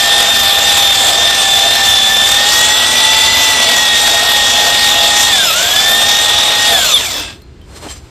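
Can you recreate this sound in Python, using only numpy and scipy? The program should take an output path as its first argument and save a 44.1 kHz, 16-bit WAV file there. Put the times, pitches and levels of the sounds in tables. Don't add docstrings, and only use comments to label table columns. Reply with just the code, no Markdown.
import sys
import numpy as np
from scipy import signal
from scipy.fft import rfft, irfft, next_fast_len
from scipy.io import wavfile
from scipy.ndimage import uniform_filter1d

SR = 44100
rng = np.random.default_rng(int(sys.argv[2]) if len(sys.argv) > 2 else 0)


def store_pcm(level_fs):
    pcm = np.round(np.clip(level_fs, -1, 1) * 32767).astype(np.int16)
    wavfile.write(sys.argv[1], SR, np.atleast_2d(pcm).T)


N = 357197
TIME = np.arange(N) / SR
PINION_TEETH, GEAR_TEETH = 8, 45
FULL_HZ, TOP_HZ = 1850, 14420


def undb(db):
    return 10 ** (np.asarray(db) / 20)


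def unit(x):
    return x / np.sqrt(np.mean(x ** 2))


def curves(table, at):
    knots, *columns = np.transpose(table)
    return [np.interp(at, knots, column) for column in columns]


def walk(rate):
    hold = max(int(SR / rate), 1)
    steps = np.repeat(rng.standard_normal(N // hold + 1), hold)
    return unit(uniform_filter1d(uniform_filter1d(steps, hold), hold)[:N])


def ring(x, modes):
    return sum(undb(db) * signal.lfilter(*signal.iirpeak(hz, hz / width, SR), x)
               for hz, width, db in modes)


def flicker(x, low_hz, depth_db, rate):
    size = next_fast_len(N)
    log_hz, spectrum = np.log(np.arange(1, size // 2 + 2) * SR / size), rfft(x, size)
    step, out = np.log(2) / 3, 0
    for centre in np.arange(np.log(low_hz), np.log(TOP_HZ) + step, step):
        share = np.clip(1 - np.abs(log_hz - centre) / step, 0, 1)
        swing_db = depth_db * np.exp((centre - np.log(8000)) / 2)
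        out = out + irfft(spectrum * share, size)[:N] * undb(swing_db * walk(rate))
    return out


def coloured_noise(colour, low_hz, flicker_db=0, rate=1):
    hz, db = np.transpose(colour)
    size = next_fast_len(N)
    log_hz = np.log(np.arange(1, size // 2 + 2) * SR / size)
    gain = undb(np.interp(log_hz, np.log(hz), db))
    noise = irfft(rfft(rng.standard_normal(size)) * gain, size)[:N]
    return unit(flicker(noise, low_hz, flicker_db, rate))


def swells(times, peaks_db, half_lengths, floor_db):
    return undb(floor_db) + sum(undb(db) / np.cosh((TIME - s) / half_s) ** 2
                                for s, db, half_s in zip(times, peaks_db, half_lengths))


# time in seconds, tooth mesh in Hz.
HELD_SPEED = [(0, 1792), (.22, 1827), (.5, 1780), (.75, 1826), (1.0, 1770), (1.25, 1809), (1.5, 1758),
              (1.76, 1801), (2.05, 1747), (2.3, 1791), (2.55, 1885), (3.0, 1956), (3.4, 2000), (3.95, 1865),
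              (4.6, 1866), (5.3, 1859), (6.3, 1870), (6.7, 1871)]
# start in seconds, length in seconds.
RELEASES = [(5.3, .215), (6.7, 2)]
# seconds since release, share of speed left.
COAST = [(0, 1), (.14, .815), (.3, .53), (.4, .375), (.5, .26), (.63, .11), (.73, 0)]
def drill_speed(recover_s=.185):
    hz = uniform_filter1d(curves(HELD_SPEED, TIME)[0], size=5000)
    for start, length in RELEASES:
        lost = 1 - curves(COAST, np.clip(TIME - start, 0, length))[0]
        hz = hz * (1 - lost * np.exp(-np.clip(TIME - start - length, 0, None) / recover_s))
    return np.maximum(uniform_filter1d(hz, size=600), 1)


# pitch in Hz, width in Hz, gain in dB.
HOUSING_MODES = [(3508, 250, 12.5), (2740, 71, -63), (5200, 530, -59), (7840, 2100, 0.5), (13030, 1280, 13)]
def through_housing(x, ring_db):
    return x + undb(ring_db) * ring(x, HOUSING_MODES)


# time in seconds, level in dB.
MESH_RIDE = [(0, -17), (.35, -18.5), (.8, -21.5), (1.4, -17.5), (2.0, -17.5), (2.3, -21.5), (2.6, -14.5),
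             (2.85, -20), (3.05, -15.5), (3.6, -15), (3.9, -16.5), (4.3, -17), (4.75, -19), (5.3, -17.5),
             (5.55, -17.5), (6.1, -17), (6.4, -24), (6.65, -15.5), (6.82, -15.5), (7.0, -22), (7.2, -16.5)]
# frequency in Hz, gain in dB.
RADIATION = [(100, -62), (1000, -32), (1800, -18), (2500, -12), (2840, -11), (3080, -16), (3350, -2.5),
             (3550, -1), (3740, -7.5), (3900, -15), (4250, -10), (4700, -14), (5500, -15), (6000, -14)]
def whine_levels(mesh_hz):
    octaves = np.log2(np.clip(mesh_hz / FULL_HZ, 0, 1))
    mesh_db = curves(MESH_RIDE, TIME)[0] + 11 * octaves + 1.5 * walk(9)
    chuck_db = -22 + 17 * octaves + 1.5 * walk(9)
    octave_db = -10.5 + curves(RADIATION, 2 * mesh_hz)[0] + 1.5 * walk(12)
    third_db = -19 + curves(RADIATION, 3 * mesh_hz)[0] + 1.5 * walk(12)
    return mesh_db, chuck_db, octave_db, third_db


# multiple of the armature's turn, level in dB against the mesh tone,
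# gain in dB per octave above full speed.
ARMATURE_PARTIALS = [(0.995, -21, -12), (11.07, -15.5, 62), (14.22, -12.5, -16), (32.8, -19, -68),
                     (35.5, -42, 0), (46.3, -46, 0)]
# multiple of the chuck's turn, level in dB against its 20th multiple.
CHUCK_PARTIALS = [(30, -12.5), (35, -32), (55, -17), (65, -12), (70, -10), (100, -10)]
def whine(mesh_hz, chuck_angle):
    mesh_db, chuck_db, octave_db, third_db = whine_levels(mesh_hz)
    rock = 0.008 * np.sin(chuck_angle) + 0.0023 * walk(150) + 0.018 * walk(25)
    armature_angle = (chuck_angle + rock) * GEAR_TEETH / PINION_TEETH
    tooth_phase = PINION_TEETH * armature_angle
    mesh = np.sin(tooth_phase) * (1 + 0.13 * walk(35) + 0.32 * walk(90))
    slack = np.clip(np.log2(0.93 * FULL_HZ / mesh_hz), 0, 1)
    octave = np.sin(2 * tooth_phase + 2.2 * slack * walk(300))
    octave *= 1 + 0.38 * walk(250) + 0.24 * walk(60) + 0.18 * np.sin(chuck_angle + 2.52 * walk(6))
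    third = np.sin(3 * tooth_phase + 1.2 * walk(260)) * (1 + 1.2 * walk(200))
    overspeed = np.log2(np.clip(mesh_hz / FULL_HZ, 1, 2))
    motor = sum(undb(db + slope * overspeed + 1.6 * walk(13))
                * np.sin(k * (armature_angle + 0.0064 * walk(120)))
                for k, db, slope in ARMATURE_PARTIALS)
    chuck = np.sin(20 * chuck_angle + 0.55 * walk(60)) * undb(1.4 * walk(24.87))
    chuck += sum(undb(db + 2.5 * walk(12)) * np.sin(k * (chuck_angle + rock)) for k, db in CHUCK_PARTIALS)
    motor_db = uniform_filter1d(mesh_db, size=12000)
    partials = undb(motor_db) * motor + undb(chuck_db) * chuck + undb(third_db) * third
    housed = through_housing(partials, ring_db=1)
    return np.sqrt(2) * (undb(mesh_db) * mesh + undb(octave_db) * octave + housed)


# frequency in Hz, relative level in dB.
RUSH_COLOUR = [(150, -11.5), (350, -10), (600, 2), (1000, 0), (1500, -0.5), (2400, -1), (4500, -3),
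               (6500, -11.5), (8200, -16.5), (9500, -24.5), (12000, -23), (14500, -39)]
def fan_and_grind(chuck_angle, rush_db, treble_db):
    air = coloured_noise(RUSH_COLOUR, low_hz=115, flicker_db=2.86, rate=18)
    air *= (1 + .12 * np.sin(chuck_angle)) * undb(.4 * walk(6) + 1.9 * walk(300))
    air = through_housing(air, ring_db=-1.17)
    low, high = (unit(signal.sosfilt(signal.butter(4, 6000, kind, fs=SR, output="sos"), air))
                 for kind in ("low", "high"))
    grind = low + undb(-9.5) * squeaks(swing_db=5, rate=14)
    return undb(rush_db - 2.5) * grind + undb(treble_db + 2.5) * high


# pitch in Hz, width in Hz, relative level in dB.
ARM_MODES = [(1610, 30, 4), (2640, 39, -19), (3114, 11.3, 15.5), (3570, 540, 3), (4183, 42, 16.5),
             (4900, 87, 13.5), (5140, 85, 10), (5280, 200, 0), (6040, 33, 11.5), (6980, 58, 13.5),
             (7560, 78, 9), (7660, 160, 10.5), (8450, 78, 13), (12230, 33, 2.5), (11800, 51, -28)]
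def squeaks(swing_db, rate):
    return unit(sum(ring(rng.standard_normal(N), [mode]) * undb(swing_db * walk(rate))
                    for mode in ARM_MODES))


def rumble(level_db):
    drone = unit(ring(rng.standard_normal(N), [(65, 22, -3), (94.9, 9.1, 9), (260, 79, 1.5)]))
    return drone * undb(level_db + 0.5 * walk(2.4))


# frequency in Hz, relative level in dB.
SHOP_COLOUR = [(15, -65), (25, -21), (49, -6.5), (69, -2), (92, -8.5), (165, -14.5), (259, -21), (376, -19),
               (575, -31.5), (2900, -40), (4210, -40), (14300, -81)]
def shop_hum():
    return coloured_noise(SHOP_COLOUR, low_hz=20) * undb(-35.5)


# pitch in Hz, width in Hz, relative level in dB.
BORE_MODES = [(678.6, 32, 1), (488, 35, -11)]
# peak time in seconds, relative level in dB, half length in seconds.
STROKE_HOOTS = [(0.175, -18, 0.12), (0.616, -22.5, 0.12), (1.108, -18.5, 0.11), (1.283, -23, 0.068),
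                (1.66, -19, 0.11), (2.645, -25, 0.084), (3.175, -34, 0.061), (3.67, -21, 0.1),
                (4.13, -16.5, 0.089), (4.263, -20, .04), (4.62, -15, 0.093), (5.0, -16.5, 0.079),
                (5.42, -22, 0.071), (5.732, -31, 0.037), (5.9, -20, 0.048), (6.04, -20, 0.044),
                (6.336, -22, 0.073), (6.478, -22, 0.034), (6.746, -16, 0.061), (7.129, -32, .05)]
def bore_hoots(rush_db):
    hollow = unit(ring(rng.standard_normal(N), BORE_MODES))
    envelope = swells(*np.transpose(STROKE_HOOTS), floor_db=-29 + rush_db - rush_db.max())
    return undb(-3.5) * envelope * hollow


# peak time in seconds, rough pitch in Hz, level in dB, half length in seconds.
RING_SWELLS = [(.4, 5030, -25, .04), (.9, 5030, -27, .04), (2.7, 7690, -21, 0.13), (3.2, 7690, -24, 0.38),
               (3.2, 6020, -24, .2), (5.47, 5030, -17, .04), (6.88, 4210, -17, .03),
               (6.931, 6020, -19, .02), (6.952, 3580, -14, 0.046), (7.17, 5260, -29, 0.059),
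               (7.24, 4900, -33, .04), (7.22, 2660, -31.5, 0.075), (7.3, 1580, -39, 0.042)]
def ringing_swells():
    out = 0
    for s, near_hz, db, half_s in RING_SWELLS:
        hz, width, _ = min(ARM_MODES, key=lambda mode: abs(mode[0] - near_hz))
        band = unit(ring(rng.standard_normal(N), [(hz, width / 2, 0)]))
        out = out + undb(db) * band / np.cosh((TIME - s) / half_s) ** 2
    return out


# frequency in Hz, relative level in dB.
SCRAPE_COLOUR = [(410, -39), (700, 1), (784, -4), (2160, -3.5), (7360, -7), (9480, -18), (11200, -17),
                 (14400, -23)]
# peak time in seconds, scrape level in dB, knock level in dB,
# half length in seconds.
RIM_CATCHES = [(7.148, -50, -27, .025), (7.207, -50, -32, .015), (7.724, -48, -42, 0.044),
               (7.771, -35, -39, 0.018), (7.839, -35, -30, 0.026), (7.87, -50, -30, 0.0099),
               (7.91, -29, -41, 0.023), (7.968, -39.5, -50, 0.022), (8.06, -54, -48, 0.074)]
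def rim_drag(floor_db=-59):
    times, scrape_db, knock_db, half_s = np.transpose(RIM_CATCHES)
    grit = coloured_noise(SCRAPE_COLOUR, low_hz=352)
    grit = unit(grit + undb(-1.5) * squeaks(swing_db=2, rate=9.6))
    knock = unit(ring(rng.standard_normal(N), [(314, 28, 0), (400, 110, -18.5), (473, 480, -5)]))
    return (grit * swells(times, scrape_db, half_s, floor_db)
            + knock * swells(times, knock_db, half_s, floor_db))


# start in seconds, tick level in dB, rough pitch in Hz, ring level in dB.
ARM_STRIKES = [(7.419, -40, 4150, -45), (7.615, -49, 3080, -45), (7.762, -41, 4720, -49),
               (7.822, -40, 3500, -44), (7.887, -42, 3080, -30), (7.912, -42, 7450, -30)]
def clinks(tick_decay_s=0.0033, ring_decay_s=0.025):
    out, t = np.zeros(N), TIME[:8000]
    for start, tick_db, near_hz, ring_db in ARM_STRIKES:
        hz, _, _ = min(ARM_MODES, key=lambda mode: abs(mode[0] - near_hz))
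        tick = undb(tick_db) * rng.standard_normal(len(t)) * np.exp(-t / tick_decay_s)
        pair = np.sin(2 * np.pi * hz * t) + 0.5 * np.sin(2 * np.pi * (hz + 70) * t)
        i = int(start * SR)
        out[i:i + len(t)] += tick + undb(ring_db) * pair * np.exp(-t / ring_decay_s)
    return out


# tooth mesh in Hz, then relative levels in dB of the fan and grind,
# its treble, and the rumble.
NOISE_MIX = [(15, -60, -70, -55), (109.5, -46, -62, -41), (255, -29, -47, -43), (428, -22, -33, -35),
             (830, -19, -23, -42), (1000, -16, -23, -31), (1260, -11, -19.5, -41), (1760, -10, -20, -34),
             (2000, -8, -21, -31.5)]
def scene():
    mesh_hz = drill_speed()
    chuck_angle = 2 * np.pi * np.cumsum(mesh_hz) / SR / GEAR_TEETH
    rush_db, treble_db, rumble_db = curves(NOISE_MIX, mesh_hz)
    drill = whine(mesh_hz, chuck_angle) + rumble(rumble_db)
    drill += fan_and_grind(chuck_angle, rush_db, treble_db) + bore_hoots(rush_db)
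    turning = np.clip(mesh_hz / 15, 0, 1) ** 2
    mid = turning * drill + shop_hum() + ringing_swells() + rim_drag() + clinks()
    return np.array([mid, mid])


def record(dry):
    mid = .7 * np.tanh(dry[0] / .7)
    smear = rng.standard_normal(4000) * np.exp(-np.arange(4000) / 1500)
    side = signal.fftconvolve(mid, smear / np.sqrt(np.sum(smear ** 2)))[:N]
    side = signal.sosfilt(signal.butter(5, 7600, "high", fs=SR, output="sos"), side)
    side = flicker(side, low_hz=4000, depth_db=4.5, rate=12) * undb(-2.5)
    top_cut = signal.ellip(12, .2, 80, TOP_HZ, fs=SR, output="sos")
    return signal.sosfilt(top_cut, np.array([mid + side, mid - side]))


dry = scene()
out = record(dry)
store_pcm(out)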